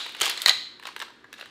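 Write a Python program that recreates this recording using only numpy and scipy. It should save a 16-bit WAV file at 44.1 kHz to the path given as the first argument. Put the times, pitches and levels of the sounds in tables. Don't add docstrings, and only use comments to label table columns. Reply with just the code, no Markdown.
import sys
import numpy as np
from scipy import signal
from scipy.fft import rfft, irfft
from scipy.io import wavfile

SR = 44100
rng = np.random.default_rng(int(sys.argv[2]) if len(sys.argv) > 2 else 0)


def decibels_to_gain(level_db):
    exponent = np.asarray(level_db, float) / 20
    return 10 ** exponent


def to_wav(sig):
    pcm = np.clip(np.atleast_2d(sig), -1, 1) * 32767
    pcm = np.round(pcm).astype(np.int16)
    wavfile.write(sys.argv[1], SR, pcm.T)


N = 66150

# hz, level_db
FRIDGE_AIR = [(35, -23.5), (170, -8), (300, -4), (420, -4.5), (700, -14), (1670, -7.5), (4080, -30),
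              (16000, -46)]
# pitch_hz, level_db
COMPRESSOR = [(59.2, -81.5), (118.4, -78.5), (236.9, -69.5), (296.1, -69), (355.3, -71), (384, -70)]
# hz, t60_s
KITCHEN_DECAY = [(200, 0.75), (530, 0.39), (1390, 0.5), (2000, 0.56), (4000, 0.58), (7000, 0.45),
                 (11000, 0.32), (16000, 0.49)]
# start_s, level_db, pitch_hz, length_s
PUFFS = [
    (.2, -51.5, 151, 0.041),
    (.25, -62.5, 95, .07),
    (.457, -54, 190, .05),
    (0.549, -59, 124, 0.043),
    (1.212, -64, 120.4, .08),
]
# time_s, level_db
RATTLE_LEVEL = [(0, -36), (.14, -50.5), (0.207, -40.5), (0.213, -25.5), (0.296, -30), (0.349, -40),
                (0.461, -38.5), (.485, -18), (0.519, -42), (.6, -56), (.8, -68), (0.878, -43.5),
                (.95, -57.5), (1.029, -46), (1.12, -64.5), (1.301, -66.5), (1.4, -50), (1.5, -57)]
# hz, level_db
ICE_COLOUR = [(200, -32), (500, -17.5), (1200, 5), (2200, 9), (4200, 19), (5500, 3), (9000, 8.5),
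              (16000, -24)]
# start_s, peak_db, pitch_hz
CUBES = [(.062, -32, 920), (.093, -29, 2450), (.148, -27, 2870), (.156, -31, 2960), (.2025, -20.5, 3000),
         (0.212, -20, 2130), (.211, -13, 4400), (0.2162, -9.5, 3130), (0.2168, -21, 398),
         (0.2163, -18, 1250), (0.2227, -15, 3160), (.2245, -21, 2120), (0.2294, -15, 4200),
         (0.2359, -16.5, 2160), (.248, -26, 4120), (.254, -18, 3500), (.265, -24, 1150), (.2775, -22, 880),
         (.28, -19, 4500), (0.286, -19, 4160), (.297, -21, 1960), (.313, -15.5, 4120), (0.326, -20, 3700),
         (.4183, -16, 3710), (0.4641, -11, 3900), (.4632, -12, 2050), (.472, -21, 2030), (0.477, -23, 4200),
         (0.479, -24, 1910), (.486, -18.5, 2030), (0.493, -16.5, 4480), (.497, -14.5, 1976),
         (0.486, -14.5, 3916), (0.4828, -17, 1250), (0.483, -10, 3040), (.4965, -4, 3520),
         (0.4998, -20, 3700), (.504, -22.5, 810), (0.509, -20, 4510), (0.504, -17.5, 4000),
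         (.5105, -25.5, 1966), (.7972, -36.5, 2310), (0.7968, -40.5, 1012), (.799, -37, 1710),
         (0.828, -33, 1800), (.8545, -36, 4000), (0.853, -33, 1250), (.871, -30, 2300), (0.875, -35, 980),
         (0.963, -24.5, 3160), (1.016, -26, 1720), (1.021, -29.5, 1680), (1.245, -38, 1780),
         (1.244, -40, 1180), (1.253, -39, 1720), (1.3285, -35, 5680), (1.3272, -41, 3500),
         (1.3288, -36, 1670), (1.341, -33, 1700), (1.34, -36, 4110), (1.392, -31.5, 1430),
         (1.385, -39, 1680), (1.411, -24.5, 2690), (1.41, -34, 1470)]
# start_s, peak_db, low_modes_db, high_modes_db, tick_db
DRIFT_KNOCKS = [
    (0.0626, -22, -6, -12, -17.5),
    (0.0936, -30, -1, -12, -14.5),
    (0.1213, -41.5, -12, -10.5, -3.5),
    (0.1487, -25.5, -3, -5, -18.5),
    (0.1668, -26.5, -5.5, -11.5, -17),
    (0.2015, -18.5, -14.5, -19.5, -15),
]
THROW_KNOCKS = [
    (.2112, -11.5, -5.5, 0.5, -13.5),
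    (.2161, -9.5, -10.5, -0.5, -9),
    (.2303, -18, -7, -0.5, -12.5),
    (.2365, -18, -6, -11, -14.5),
    (.2478, -23, -7.5, -11, -8.5),
    (.2575, -15.5, -9, 2.5, -10),
    (.2658, -16.5, -17, -2, -13.5),
    (.2785, -17.5, -3.5, -6, -12.5),
    (.2972, -17, -20.5, -3.5, -4),
    (.3135, -36.5, -11, -13, -26),
]
SLAM_KNOCKS = [(.3757, -19, -10, -1, -19), (.402, -30, -1.5, -13, -9), (.4183, -13, -25, -1, -8),
               (.427, -28.5, -16.5, -7.5, -5), (.4355, -30, -1.5, -13, -18.5), (.4565, -23, -14, -10, -10),
               (.4606, 1.5, -7, -1, -23.5), (.472, -18.5, -1, 0.5, -10.5), (.478, -11, -16.5, 0, -16.5),
               (.4827, -12.5, -14, 4, -9), (.4942, 0, -15.5, 0.9, -19), (.505, -20.5, 2, -13, -30.5),
               (.5115, -21.5, -19, -14, -26)]
SETTLE_KNOCKS = [(.7972, -34.5, -9.5, -3.5, -18.5), (.826, -32, -6.5, -5, -20),
                 (.8352, -33.5, -3.5, -3, -15), (.854, -24.5, -4, -1.5, -22),
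                 (.8697, -24.5, -8.5, -1, -12.5), (.874, -25.5, 0.5, -21, -21.5),
                 (.888, -31.5, 2, -10, -25), (.9634, -21.5, -1, -2.5, -18), (.9925, -32, -12, -8, -9),
                 (1.001, -26, -3, 0.5, -16), (1.009, -31, -4, -5, -22), (1.016, -19.5, -8.5, -3, -41),
                 (1.022, -24.5, -2.5, -1, -14.5), (1.0275, -31.5, 5.5, -5, -29),
                 (1.083, -38, 1.5, -17, -27), (1.103, -41, 1, -2, -24.5)]
REST_KNOCKS = [
    (1.2425, -39.5, -0.5, -6, -22),
    (1.3288, -31.5, -3.5, 0, -9.5),
    (1.339, -32.5, -5.5, -2, -17),
    (1.383, -30, -9, -8, -23),
    (1.393, -34.5, 0.5, -27, -25),
    (1.398, -36, -8, 2, -14),
    (1.411, -25.5, -2, 1, -19.5),
    (1.425, -36, 5, -21, -22),
    (1.4465, -45, -2, -9, -20),
    (1.458, -34.5, 3, -5.5, -14.5),
]
# pitch_hz, width_hz, level_db
DRIFT_SHELL = [(604, 470, -20.5), (1180, 720, -11), (1900, 600, -10), (3130, 680, -13), (3650, 490, 2),
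               (3900, 400, -19.5), (6940, 1200, -5)]
THROW_SHELL = [(430, 167, -8.5), (875, 140, -6), (1250, 160, -6.5), (2300, 480, 9), (3255, 390, -3),
               (3740, 540, -18), (3910, 860, -1.5), (7030, 1850, 10), (8500, 560, -24)]
SLAM_SHELL = [(592, 230, -26), (778, 120, -27), (1250, 180, -33.5), (2020, 144, -11.5), (3370, 190, -14),
              (4001, 193, -4), (4133, 204, -8.5), (4246, 280, -11), (4900, 970, -22), (6770, 400, -9.5),
              (7820, 610, -11.5)]
SETTLE_SHELL = [(487, 110, -12.5), (1037, 220, -1.5), (1660, 450, 4), (2050, 410, -5), (2934, 280, -2.5),
                (3760, 530, 2), (5690, 530, -9.5), (7670, 480, -13.5)]
REST_SHELL = [(518, 290, -16.5), (1215, 810, -5), (1750, 740, 1), (2690, 590, 2.5), (3810, 270, -4.5),
              (5630, 410, -17), (7000, 280, -15.5)]

AIR_DB = -59
WET_DB, EARLY_DB, GAP_S = -10, -16, 0.0016
RATTLE_PER_S, RATTLE_SPREAD_DB = 3000, 3
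CUBE_WIDTH_HZ, CUBE_LOSS, CUBE_RISE_S = 100, 0.04, 0.00051
SPLIT_HZ = 2600
CONTACT_S, RISE_S, SCATTER_DB = 0.016, 0.00026, 1.5
DETUNE, GRIPPED_DETUNE = 0.05, 0.004
TICK_DB, TICK_S, TICK_HZ, TICK_TOP_HZ = 6, 0.0023, 4870, 9730
EARLIER_S, EARLIER_DB = 0.025, -1.5
SHELL_LOW_CUT_HZ = 364
SIDE_HZ, SIDE_Q, SIDE_DB = 4410, 11, -3.5
WALL_HZ = 13700
EDGE_HZ, COUPLING_HZ = 15600, 200


def evened(x):
    return x / np.sqrt(np.mean(x ** 2) + 1e-20)


def read(points, hz):
    f, value = np.transpose(points)
    return np.interp(np.log(hz + 1), np.log(f + 1), value)


def add(mix, start_s, sound):
    part = mix[round(start_s * SR):][:len(sound)]
    part += sound[:len(part)]


def fridge():
    air = rfft(rng.standard_normal(N)) * decibels_to_gain(read(FRIDGE_AIR, np.fft.rfftfreq(N, 1 / SR)))
    t = np.arange(N) / SR
    tones = np.zeros(N)
    for hz, rms_db in COMPRESSOR:
        tones += decibels_to_gain(rms_db) * np.sqrt(2) * np.sin(2 * np.pi * (hz * t + rng.random()))
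    return decibels_to_gain(AIR_DB) * evened(irfft(air, N)) + tones


def kitchen(x):
    out, t = np.zeros(len(x)), np.arange(len(x)) / SR
    for k in range(3):
        taps = np.zeros(SR)
        slots = np.arange(0, SR - 20, 12)
        at = slots + rng.integers(0, 12, len(slots))
        taps[at] = rng.choice([-1., 1.], len(at))
        hz, age_s, bands = signal.stft(taps, SR, nperseg=256)
        decay = decibels_to_gain(-60 * age_s / read(KITCHEN_DECAY, hz)[:, None])
        tail = signal.istft(bands * decay, SR, nperseg=256)[1][:SR]
        tail = tail * np.clip(np.arange(SR) / SR / GAP_S - 0.5, 0, 1)
        tail = decibels_to_gain(WET_DB) * tail / np.linalg.norm(tail)
        tail[rng.integers(60, 900, 6)] += decibels_to_gain(EARLY_DB) * rng.uniform(-1.12, 1, 6)
        turn = np.sqrt(2 / 3) * np.cos(2 * np.pi * (5 * t + k / 3))
        out += signal.fftconvolve(x * turn, tail)[:len(x)]
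    return out


def puff(level_db, hz, length_s):
    t = np.arange(0, length_s, 1 / SR)
    swell = np.sin(np.pi * t / length_s) ** 2
    return decibels_to_gain(level_db) * swell * np.sin(2 * np.pi * hz * t)


def rattle():
    size = decibels_to_gain(RATTLE_SPREAD_DB * np.minimum(rng.exponential(1, N), 3))
    size = size * (rng.random(N) < RATTLE_PER_S / SR)
    kind, t, out = rng.integers(0, 8, N), np.arange(500) / SR, np.zeros(N)
    pitches = np.geomspace(300, 15000, num=40)
    for k in range(8):
        hz = pitches[k::8, None] * rng.uniform(0.95, 1.05, (5, 1))
        decay = np.exp(-np.pi * (250 + 0.14 * hz) * t)
        tone = np.sin(2 * np.pi * (hz * t + rng.random((5, 1))))
        click = decibels_to_gain(read(ICE_COLOUR, hz)) * decay * tone * np.minimum(t / 0.00017, 1)
        out += signal.oaconvolve(size * (kind == k), click.sum(0))[:N]
    level_db = np.interp(np.arange(N) / SR, *np.transpose(RATTLE_LEVEL))
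    return evened(out) * decibels_to_gain(level_db)


def clack(peak_db, hz):
    t = np.arange(1400) / SR
    decay = np.exp(-np.pi * (CUBE_WIDTH_HZ + CUBE_LOSS * hz) * t)
    return decibels_to_gain(peak_db) * decay * np.sin(2 * np.pi * hz * t) * np.minimum(t / CUBE_RISE_S, 1)


def knock(shell, detune, peak_db, low_db, high_db, tick_db):
    t = np.arange(1400) / SR
    hz, width_hz, mode_db = np.transpose(shell)[:, :, None]
    louder, sharper, phase = rng.uniform(-0.97, 1, (3, len(shell), 1))
    decay = decibels_to_gain(mode_db + SCATTER_DB * louder) * np.exp(-np.pi * width_hz * t)
    modes = decay * np.sin(2 * np.pi * hz * (1 + detune * sharper) * t + np.pi * phase)
    modes = modes * (1 - np.exp(-(t / RISE_S) ** 2))
    contacts = rng.standard_normal(200) * (rng.random(200) < 0.07)
    contacts = contacts * 6 * detune * np.exp(-t[:200] / CONTACT_S)
    contacts[0] = 1
    modes = signal.fftconvolve(modes, contacts[None], axes=1)[:, :len(t)]
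    low = modes[hz[:, 0] < SPLIT_HZ].sum(0)
    high = modes[hz[:, 0] > SPLIT_HZ].sum(0)
    ring = decibels_to_gain(low_db) * low / abs(low).max() + decibels_to_gain(high_db) * high / abs(high).max()
    hiss = rng.standard_normal(len(t)) * np.exp(-t / TICK_S) * np.minimum(t / 0.000099, 1)
    tick = signal.lfilter(*signal.butter(2, TICK_HZ, "high", fs=SR), hiss)
    tick = signal.lfilter(*signal.butter(1, TICK_TOP_HZ, fs=SR), tick)
    return decibels_to_gain(peak_db) * (ring + decibels_to_gain(tick_db + TICK_DB) * tick)


def scene():
    lead = SR // 5
    lead_s = lead / SR
    shaker = np.concatenate([np.zeros(lead), rattle()])
    earlier = knock(DRIFT_SHELL, GRIPPED_DETUNE, EARLIER_DB, -13.5, 0.82, -19.0)
    add(shaker, lead_s - EARLIER_S, earlier)
    strokes = ((DRIFT_KNOCKS, DRIFT_SHELL, DETUNE), (THROW_KNOCKS, THROW_SHELL, DETUNE),
               (SLAM_KNOCKS, SLAM_SHELL, GRIPPED_DETUNE), (SETTLE_KNOCKS, SETTLE_SHELL, DETUNE),
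               (REST_KNOCKS, REST_SHELL, DETUNE))
    for knocks, shell, detune in strokes:
        for start_s, *levels in knocks:
            add(shaker, start_s + lead_s, knock(shell, detune, *levels))
    for start_s, *cube in CUBES:
        add(shaker, start_s + lead_s, clack(*cube))
    low_cut = signal.butter(4, SHELL_LOW_CUT_HZ, "high", fs=SR, output="sos")
    shaker = signal.sosfilt(low_cut, shaker)
    for start_s, *swing in PUFFS:
        add(shaker, start_s + lead_s, puff(*swing))
    beam = signal.lfilter(*signal.iirpeak(SIDE_HZ, SIDE_Q, fs=SR), shaker)
    sideways = shaker + decibels_to_gain(SIDE_DB) * beam
    to_walls = signal.lfilter(*signal.butter(1, WALL_HZ, fs=SR), sideways)
    room = (shaker + kitchen(to_walls))[lead:]
    return (room + fridge())[None]


def band_limit(x):
    return signal.sosfilt(signal.butter(12, 16490, fs=SR, output="sos"), x)


def record(dry):
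    cut = signal.oaconvolve(dry, signal.firwin(101, EDGE_HZ, fs=SR)[None], "same")
    overload = np.clip(cut, -1, 1) - cut
    coupling = signal.butter(2, COUPLING_HZ, "high", fs=SR, output="sos")
    held = cut + signal.sosfilt(coupling, overload)
    return band_limit(np.clip(held, -1, 1))


dry = scene()
out = record(dry)
to_wav(out)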